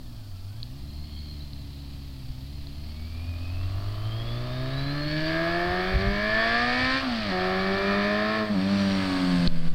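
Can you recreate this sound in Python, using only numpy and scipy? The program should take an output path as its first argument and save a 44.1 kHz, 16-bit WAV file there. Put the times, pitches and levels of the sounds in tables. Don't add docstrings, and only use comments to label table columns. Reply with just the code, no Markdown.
import sys
import numpy as np
from scipy import signal
from scipy.fft import rfft, irfft, next_fast_len
from scipy.io import wavfile
from scipy.ndimage import uniform_filter1d

SR = 44100
rng = np.random.default_rng(int(sys.argv[2]) if len(sys.argv) > 2 else 0)


def bounce(signal):
    frames = np.transpose(np.atleast_2d(signal))
    limited = np.clip(frames, -1, 1)
    pcm = np.round(limited * 32767).astype(np.int16)
    wavfile.write(sys.argv[1], SR, pcm)


N = 429534
STEP = 128
T = np.arange(N) / SR
FRAMES = np.arange(0, N + STEP, STEP) / SR

# frequency in Hz, density in relative dB per Hz.
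YARD_SPECTRUM = [(59, -15), (100, 5.5), (133, -4.5), (183, -10.5), (266, -9), (461, -27), (658, -20),
                 (1410, -31), (2240, -49), (4490, -21.5), (5760, -36.5), (7000, -43), (9100, -76),
                 (15400, -120)]
# time in seconds, level in dB before the breeze trim.
BREEZE_LEVEL = [(0, -44.5), (1.7, -48.5), (2.3, -46), (3.4, -44), (3.85, -36.5), (4.2, -40), (5.2, -40.5),
                (7.8, -44.5), (8.4, -54), (9.4, -41)]
# centre in seconds, 1/e half-length in seconds, level at the centre in dB.
GUSTS = [(2.31, 0.023, -33), (3.81, 0.05, -36.5), (5.696, .025, -29), (5.96, 0.025, -20),
         (6.086, 0.07, -23.5), (6.852, 0.042, -37), (9.408, 0.037, -37)]
# frequency in Hz, density in relative dB per Hz.
WIND_SPECTRUM = [(8, 5), (25, 2), (50, -3.5), (100, -10), (200, -28), (400, -56.5)]
GUST_SPECTRUM = [(15, -1.5), (50, 2), (100, 3), (160, -7.5), (300, -32), (600, -70)]
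# frequency in Hz, density in relative dB per Hz.
EDDY_SPECTRUM = [(6, 14), (20, 2), (50, -29), (120, -23), (400, -57), (2000, -100)]
# start in seconds, strength in relative dB.
TICKS = [(0.63, -36), (1.533, -46), (2.670, -46), (2.845, -56), (9.475, -22)]
# frequency in Hz, level in relative dB, 60 dB decay time in seconds.
TICK_MODES = [(3400, -26, .005), (4240, 13, 0.0061), (4500, -22, .004)]
# time in seconds, level in dB ahead of the top cut.
HISS_LEVEL = [(0, -60.5), (5.9, -60.5), (6.7, -67), (7.6, -63.5), (8.3, -65), (9.2, -61), (9.74, -65)]
# frequency in Hz, density in relative dB per Hz.
HISS_SPECTRUM = [(1000, -0.093), (7000, 0), (11000, -0.74), (14000, 1), (16000, 0.083)]

# time in seconds, firing rate in firings per second.
BEND_RATE = [(0.0, 64.5), (0.37, 45.5), (0.46, 47.4), (0.8, 70), (0.97, 73.0), (1.2, 74.7), (1.52, 70.7),
             (2.03, 69.3), (2.35, 63.3)]
FIRST_PULL_RATE = [(2.55, 73), (2.65, 68.8), (3.26, 84.3), (3.53, 88), (4.69, 131.5), (4.98, 145.6),
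                   (5.97, 190), (6.83, 255.4), (7.02, 269)]
SECOND_PULL_RATE = [(7.05, 263.0), (7.134, 232.9), (7.246, 209), (7.298, 196), (7.31, 185.1),
                    (7.398, 183.0), (8.048, 204.0), (8.364, 218.0), (8.49, 211)]
ROLL_OFF_RATE = [(8.54, 206), (8.564, 187.3), (8.632, 190), (8.704, 198.7), (8.788, 199), (9.12, 186.4),
                 (9.324, 179), (9.62, 164.6)]
# start in seconds, length in seconds.
LIFT_OFFS = [(7.027, 0.28), (8.492, 1.5)]
# time in seconds, then bark, rasp and clatter levels in dB before their trims.
BAND_LEVELS = [(0.0, -64.5, -61, -61.5), (1.29, -66, -67, -55), (2.47, -69, -89, -55),
               (3.87, -44.5, -58.5, -49), (5.06, -39, -41.5, -41), (5.13, -43, -36.5, -37.5),
               (5.37, -30.5, -33, -38), (6.14, -33.5, -33, -39), (6.43, -28, -27, -34.5),
               (6.98, -35.5, -27.5, -30.5), (7.03, -28.5, -39, -36), (7.22, -34, -39, -36),
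               (7.43, -29, -33.5, -37), (8.38, -28.5, -31, -37.5), (8.51, -35.5, -43, -43.5),
               (8.77, -33, -39, -37.5), (9.17, -31, -37, -37), (9.46, -36.5, -39.5, -39)]
# frequency in Hz, density in relative dB per Hz.
KNOCK_SPECTRUM = [(60, -10), (250, 2), (700, 0), (1500, -12), (5000, -43)]
# time in seconds, level in dB.
CHAIN_LEVEL = [(0, -85), (5.8, -85), (6.8, -63), (7.2, -89), (8.4, -64.5), (8.8, -53.5), (9.2, -50.5),
               (9.74, -50)]
# frequency in Hz, density in relative dB per Hz.
CHAIN_SPECTRUM = [(5000, -4), (7500, -8), (8400, -1.5), (9400, -12), (11000, -17), (14000, -33)]
COVER_SPECTRUM = [(2000, -52), (3050, -31), (3200, 3.5), (3350, -8), (3700, -37), (4400, -2), (5300, -4),
                  (6500, -33), (12000, -61)]
CLATTER_SPECTRUM = [(880, -4), (1500, -11), (1630, -5), (2120, -6.5), (2460, -1.5), (2730, -2), (3320, -1),
                    (3890, -2.5), (4520, 3), (5760, -18.5), (6630, -28.5), (7490, -29), (8300, -26),
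                    (10400, -40), (14000, -48)]
RUSH_SPECTRUM = [(150, -4.5), (300, -5.5), (500, -18.5), (710, 1.5), (900, -5), (1170, 10.5), (1450, -1),
                 (1700, 8), (2200, 2), (3500, -33.5)]
GEAR_MULTIPLES = (29, 43.5, 58)
# frequency in Hz, gain in dB before tone offsets and flutter.
GEAR_CASE = [(1500, -71), (2000, -76.5), (2300, -58.5), (2560, -54), (2900, -68), (3250, -45), (3550, -55),
             (3950, -48.5), (4150, -42), (4480, -42.5), (4750, -53), (5400, -62.5), (6000, -67),
             (6800, -105)]
# centre in seconds, 1/e half-length in seconds, mesh tone change in dB, overtone change in dB.
SLACKS = [(1.25, 0.24, -3, 6.5), (8.85, 0.2, 11, 0)]
# centre in Hz before the pitch shift, -6 dB width in Hz, gain in relative dB.
PIPE_RESONANCES = [(110, 280, -5), (335, 88, 2.5), (660.5, 152, 1.5), (1230, 420, -6.5), (1750, 209, 2),
                   (2295, 370, -7), (3460, 730, -17), (4600, 910, -21.5)]
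# time in seconds, shift in percent.
PIPE_SHIFT = [(3, -2.5), (5.5, -2.5), (6.8, 0.5), (7.4, -0.5), (8.3, 2), (9.5, -10)]
# frequency in Hz, full-weight gain in dB.
COASTING_TONE = [(100, -5), (640, 6), (800, -3.5), (1000, -11), (1220, -5.5), (1600, -9.5), (2600, -13.5),
                 (4000, -23)]
# frequency in Hz, gain in relative dB.
HALF_ORDERS = [(100, 4), (400, -8), (700, -5.5), (1500, -3.5), (4000, -3.5)]
QUARTER_ORDERS = [(100, -18.5), (400, -20.5), (700, -15), (1500, -7), (4000, -13)]
# multiple of the firing rate, centre in Hz, -6 dB width in Hz,
# peak level in dB at the reference distance before flutter and fades.
LOAD_BOOMS = [(.5, 120, 130, -47.5), (1, 95.8, 41, -26.5), (1, 135, 77, -29), (1, 199, 30, -31),
              (1, 230, 50, -37), (1, 257, 47, -32), (1.5, 91.2, 50, -59), (1.5, 180, 160, -53),
              (1.5, 323.4, 58, -43), (2, 100.6, 74, -33.5), (2, 329, 125, -30), (2, 393, 20.5, -34.5),
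              (2, 507, 164, -39), (3, 256, 90, -43), (3, 367, 114, -44), (3, 580, 170, -39.5),
              (3, 676, 143, -30.5), (4, 265, 64, -45.5), (4, 510, 320, -51.5), (4, 674.5, 132, -30),
              (4, 908, 55, -45), (4, 1070, 110, -34.5), (5, 254, 280, -56), (5, 641, 110, -39.5),
              (5, 883, 74, -43), (5, 1030, 90, -41.5), (5, 1163, 150, -33), (5, 1300, 115, -37.5)]
COAST_BOOMS = [(.5, 101, 16, -40.5), (1, 206, 140, -28), (1.5, 250, 27, -39.5), (1.5, 274, 24, -33.5),
               (1.5, 287, 62, -41.5), (2, 377, 105, -49), (3, 513, 67, -48.5), (3, 609, 80, -40.5),
               (3, 696, 155, -42), (4, 735, 140, -50.5), (5, 944, 150, -52)]
# centre in seconds, 1/e half-length in seconds, multiple of the firing rate, change in dB.
FADES = [(0.02, 0.17, 2, -7), (0.36, 0.18, 1, 2), (7.244, 0.052, 1, -7), (7.794, 0.037, 1, -15),
         (8.373, 0.15, 3, -5.5), (9.133, 0.14, 1, -12)]

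THROTTLE_MOVE_S, SHUT_OPENING = 0.022, 0.45
EASE_S = 0.053
BEND_M, LEAVES_BEND_S, SPEED_M_PER_S = 77.6, 2.56, 8.5
REFERENCE_M = 42
RASP_FROM_HZ, RASP_DB_PER_OCTAVE = 133, 34


def from_db(db):
    return 10 ** (np.asarray(db) / 20)


def rms_one(x):
    return x / np.sqrt(np.mean(x ** 2) + 1e-20)


def in_time(rows, times):
    seconds, *columns = np.transpose(rows)
    return [np.interp(times, seconds, column) for column in columns]


def at_hz(points, hz):
    points = np.array(points)
    return np.interp(np.log(hz + 1e-9), np.log(points[:, 0]), points[:, 1])


def per_sample(control):
    return np.interp(T, FRAMES, control)


def bump(times, centre_s, length_s):
    return np.exp(-((times - centre_s) / length_s) ** 2)


def drift(rate_hz):
    pole = np.exp(-2 * np.pi * rate_hz * STEP / SR)
    chance = rng.standard_normal(2 * len(FRAMES))
    wander = signal.lfilter([1], [1, -2 * pole, pole * pole], chance)
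    return rms_one(wander[len(FRAMES):])


def noise(spectrum):
    size = next_fast_len(N)
    gain = from_db(at_hz(spectrum, np.arange(size // 2 + 1) * SR / size))
    return rms_one(irfft(rfft(rng.standard_normal(size)) * gain, size)[:N])


def puffs(turns, depth):
    return rms_one(np.exp(depth * np.cos(2 * np.pi * turns)))


def yard(level_db):
    return from_db(level_db) * noise(YARD_SPECTRUM)


def wind(breeze_trim_db):
    breeze_db, = in_time(BREEZE_LEVEL, T)
    breeze = from_db(breeze_db + breeze_trim_db) * noise(WIND_SPECTRUM)
    gust_gain = sum(from_db(db) * bump(T, s, length) for s, length, db in GUSTS)
    return breeze + gust_gain * noise(GUST_SPECTRUM)


def blast(start_s, swing_db, rise_s, eddy_db, swing_hz):
    age = np.maximum(T - start_s, 0)
    front = 1 - np.exp(-(age / rise_s) ** 2)
    eddies = from_db(eddy_db) * noise(EDDY_SPECTRUM)
    swing = -np.cos(2 * np.pi * swing_hz * age)
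    return from_db(swing_db) * front * (eddies + swing)


def ticks(level_db):
    clicks, ringing = np.zeros(N) + 1e-18, np.zeros(N)
    for s, db in TICKS:
        clicks[round(s * SR)] = from_db(db + level_db)
    for hz, db, t60 in TICK_MODES:
        pole = from_db(-60 / (t60 * SR))
        w = 2 * np.pi * hz / SR
        feedback = [1, -2 * pole * np.cos(w), pole * pole]
        ringing += from_db(db) * signal.lfilter([0, np.sin(w)], feedback, clicks)
    band = signal.butter(3, [2900, 4800], "band", fs=SR, output="sos")
    return signal.sosfilt(band, ringing)


def throttle_shut(times):
    shut = 0
    for s, length in LIFT_OFFS:
        closing = np.clip((times - s) / THROTTLE_MOVE_S, 0, 1)
        reopening = np.clip((times - s - length) / THROTTLE_MOVE_S, 0, 1)
        shut = shut + closing - reopening
    return shut


def throttle_opening(times):
    return np.clip(1 - (1 - SHUT_OPENING) * throttle_shut(times), 0, 1)


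def drive_line_knock(start_s, level_db, decay_s):
    age = np.maximum(T - start_s, 0)
    envelope = (T > start_s) * np.exp(-age / decay_s)
    return from_db(level_db) * envelope * noise(KNOCK_SPECTRUM)


def chain():
    chain_db, = in_time(CHAIN_LEVEL, T)
    return from_db(chain_db) * noise(CHAIN_SPECTRUM)


def gas_and_valves(firings, rush_db, valve_db, loaded_db, cover_db, rush_depth, valve_depth):
    bark_db, _, clatter_db = in_time(BAND_LEVELS, T)
    crank_turns = firings / 2
    rush = from_db(bark_db + rush_db) * noise(RUSH_SPECTRUM) * puffs(firings, rush_depth)
    load_db = loaded_db * throttle_opening(T) ** 2
    flutter_db = per_sample(0.71 * drift(40))
    clatter = from_db(clatter_db + valve_db + load_db + flutter_db) * noise(CLATTER_SPECTRUM)
    cover = from_db(cover_db) * noise(COVER_SPECTRUM) * puffs(crank_turns, 0.64)
    return rush + cover + clatter * puffs(crank_turns, valve_depth)


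def gears(rate, firings, mesh_smear, overtone_smear, half_order_db, overtone_db):
    mesh_db, slack_db = sum(np.outer(dbs, bump(FRAMES, s, length)) for s, length, *dbs in SLACKS)
    levels_db = (mesh_db, half_order_db + slack_db, overtone_db + slack_db)
    smears = (mesh_smear, overtone_smear, overtone_smear)
    whine = np.zeros(N)
    for multiple, db, smear in zip(GEAR_MULTIPLES, levels_db, smears):
        gain = from_db(db + at_hz(GEAR_CASE, multiple * rate) + 3.0 * drift(21))
        cycles = multiple * firings + per_sample(smear * drift(32))
        whine += per_sample(gain) * np.sin(2 * np.pi * cycles)
    return np.sqrt(2) * whine * puffs(firings, 0.46)


def nearness(times):
    distance_m = BEND_M - SPEED_M_PER_S * np.maximum(times - LEAVES_BEND_S, 0)
    return REFERENCE_M / np.maximum(distance_m, 2)


def boom_swell(table, multiple, rate):
    power = 0
    for m, hz, width, db in table:
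        if round(2 * m) == 2 * multiple:
            off_centre = 2 * (multiple * rate - hz) / width
            power = power + from_db(db - 6 * off_centre ** 2) ** 2
    return np.sqrt(power)


def boom(multiple, rate):
    shut = throttle_shut(FRAMES)
    load = 1 - np.maximum(shut, throttle_shut(FRAMES + EASE_S) / 2)
    fade_db = sum(db * bump(FRAMES, s, length) for s, length, m, db in FADES if round(m) == multiple)
    swell = load * boom_swell(LOAD_BOOMS, multiple, rate) + shut * boom_swell(COAST_BOOMS, multiple, rate)
    return swell * nearness(FRAMES) * from_db(fade_db)


def pipe_gain(hz):
    power = 0
    for centre, width, db in PIPE_RESONANCES:
        power = power + (from_db(db) / (1 + (2 * (hz - centre) / width) ** 2)) ** 2
    return np.sqrt(power)


def exhaust_gains(rate, order, bark_trim_db, rasp_trim_db, shut_db):
    opening = throttle_opening(FRAMES)
    hz = order * rate / 4
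    between_db = np.where(order % 2, at_hz(QUARTER_ORDERS, hz), at_hz(HALF_ORDERS, hz))
    uneven_db = between_db * (order % 4 > 0)
    shift_percent, = in_time(PIPE_SHIFT, FRAMES)
    resonance = pipe_gain(hz / (1 + shift_percent / 100)) ** opening
    gain = resonance * from_db((1 - opening) * at_hz(COASTING_TONE, hz) + uneven_db)
    above_boom = np.clip((hz - 450) / 100, 0, 1)
    upper = np.clip((hz - 1350) / 200, 0, 1)
    bark_db, rasp_db, _ = in_time(BAND_LEVELS, FRAMES)
    soft_db = RASP_DB_PER_OCTAVE * np.minimum(np.log2(rate / RASP_FROM_HZ), 0)
    bark_power = np.sum(above_boom * (1 - upper) * gain ** 2, axis=0)
    rasp_power = np.sum(upper * gain ** 2, axis=0) + 0.37
    bark = from_db(bark_db + bark_trim_db) / np.sqrt(bark_power)
    rasp = from_db(rasp_db + rasp_trim_db + soft_db + shut_db * (1.5 - opening)) / np.sqrt(rasp_power)
    return gain * (bark * (1 - upper) + rasp * upper)


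def exhaust(rate, firings, bark_trim_db, rasp_trim_db, shut_db, boom_flutter_db, flutter_db,
            smear, scatter, count):
    order = np.arange(1, count + 1)[:, None]
    hz = order * rate / 4
    gains = exhaust_gains(rate, order, bark_trim_db, rasp_trim_db, shut_db)
    booming = {round(2 * m) / 2 for m, *_ in LOAD_BOOMS}
    lines = np.zeros(N)
    for k, line in enumerate(gains):
        multiple = (k + 1) / 4
        if multiple in booming:
            line = boom(multiple, rate) * from_db(boom_flutter_db * drift(23))
        else:
            line = line * from_db(flutter_db * drift(3.6))
        wander = scatter * rng.standard_normal() + smear * np.sqrt(hz[k] / 1000) * drift(12)
        cycles = (multiple * firings + per_sample(wander)) % 1
        lines += per_sample(line) * np.sin((2 * np.pi * cycles).astype(np.float32))
    return np.sqrt(2) * lines


def motorcycle():
    rate, = in_time([*BEND_RATE, *FIRST_PULL_RATE, *SECOND_PULL_RATE, *ROLL_OFF_RATE], FRAMES)
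    uneven_rate = rate * (1 + 0.001 * drift(14.0))
    firings = np.cumsum(per_sample(uneven_rate)) / SR
    pipe = exhaust(rate, firings, bark_trim_db=-3.5, rasp_trim_db=1.1, shut_db=-3.0,
                   boom_flutter_db=1.43, flutter_db=3.0, smear=0.044, scatter=0.24, count=100)
    rattle = gas_and_valves(firings, rush_db=-10.0, valve_db=0.6, loaded_db=-1.5, cover_db=-65.5,
                            rush_depth=0.71, valve_depth=0.14)
    whine = gears(rate, firings, mesh_smear=0.19, overtone_smear=0.63,
                  half_order_db=-20.0, overtone_db=-17.0)
    return pipe + rattle + whine + chain()


def scene():
    air = wind(breeze_trim_db=4.5)
    air += blast(start_s=9.476, swing_db=-2.0, rise_s=0.0019, eddy_db=-10.5, swing_hz=9)
    bike = motorcycle() + drive_line_knock(start_s=8.505, level_db=-35.0, decay_s=0.007)
    return (yard(level_db=-48.0) + air + ticks(level_db=3.5) + bike)[None]


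def limiter(x, ceiling_db, release_db_per_s):
    over_db = np.maximum(20 * np.log10(np.abs(x) + 1e-9) - ceiling_db, 0)
    release_db = release_db_per_s * T
    held_db = np.maximum.accumulate(over_db + release_db, axis=-1) - release_db
    return x * from_db(-uniform_filter1d(held_db, size=48))


def record(dry):
    hiss_db, = in_time(HISS_LEVEL, T)
    hiss = from_db(hiss_db) * noise(HISS_SPECTRUM)
    limited = limiter(dry, ceiling_db=-13.0, release_db_per_s=55.0)
    top_cut = signal.ellip(10, 0.2, 80, 15800, fs=SR, output="sos")
    return signal.sosfilt(top_cut, limited + hiss)


dry = scene()
out = record(dry)
bounce(out)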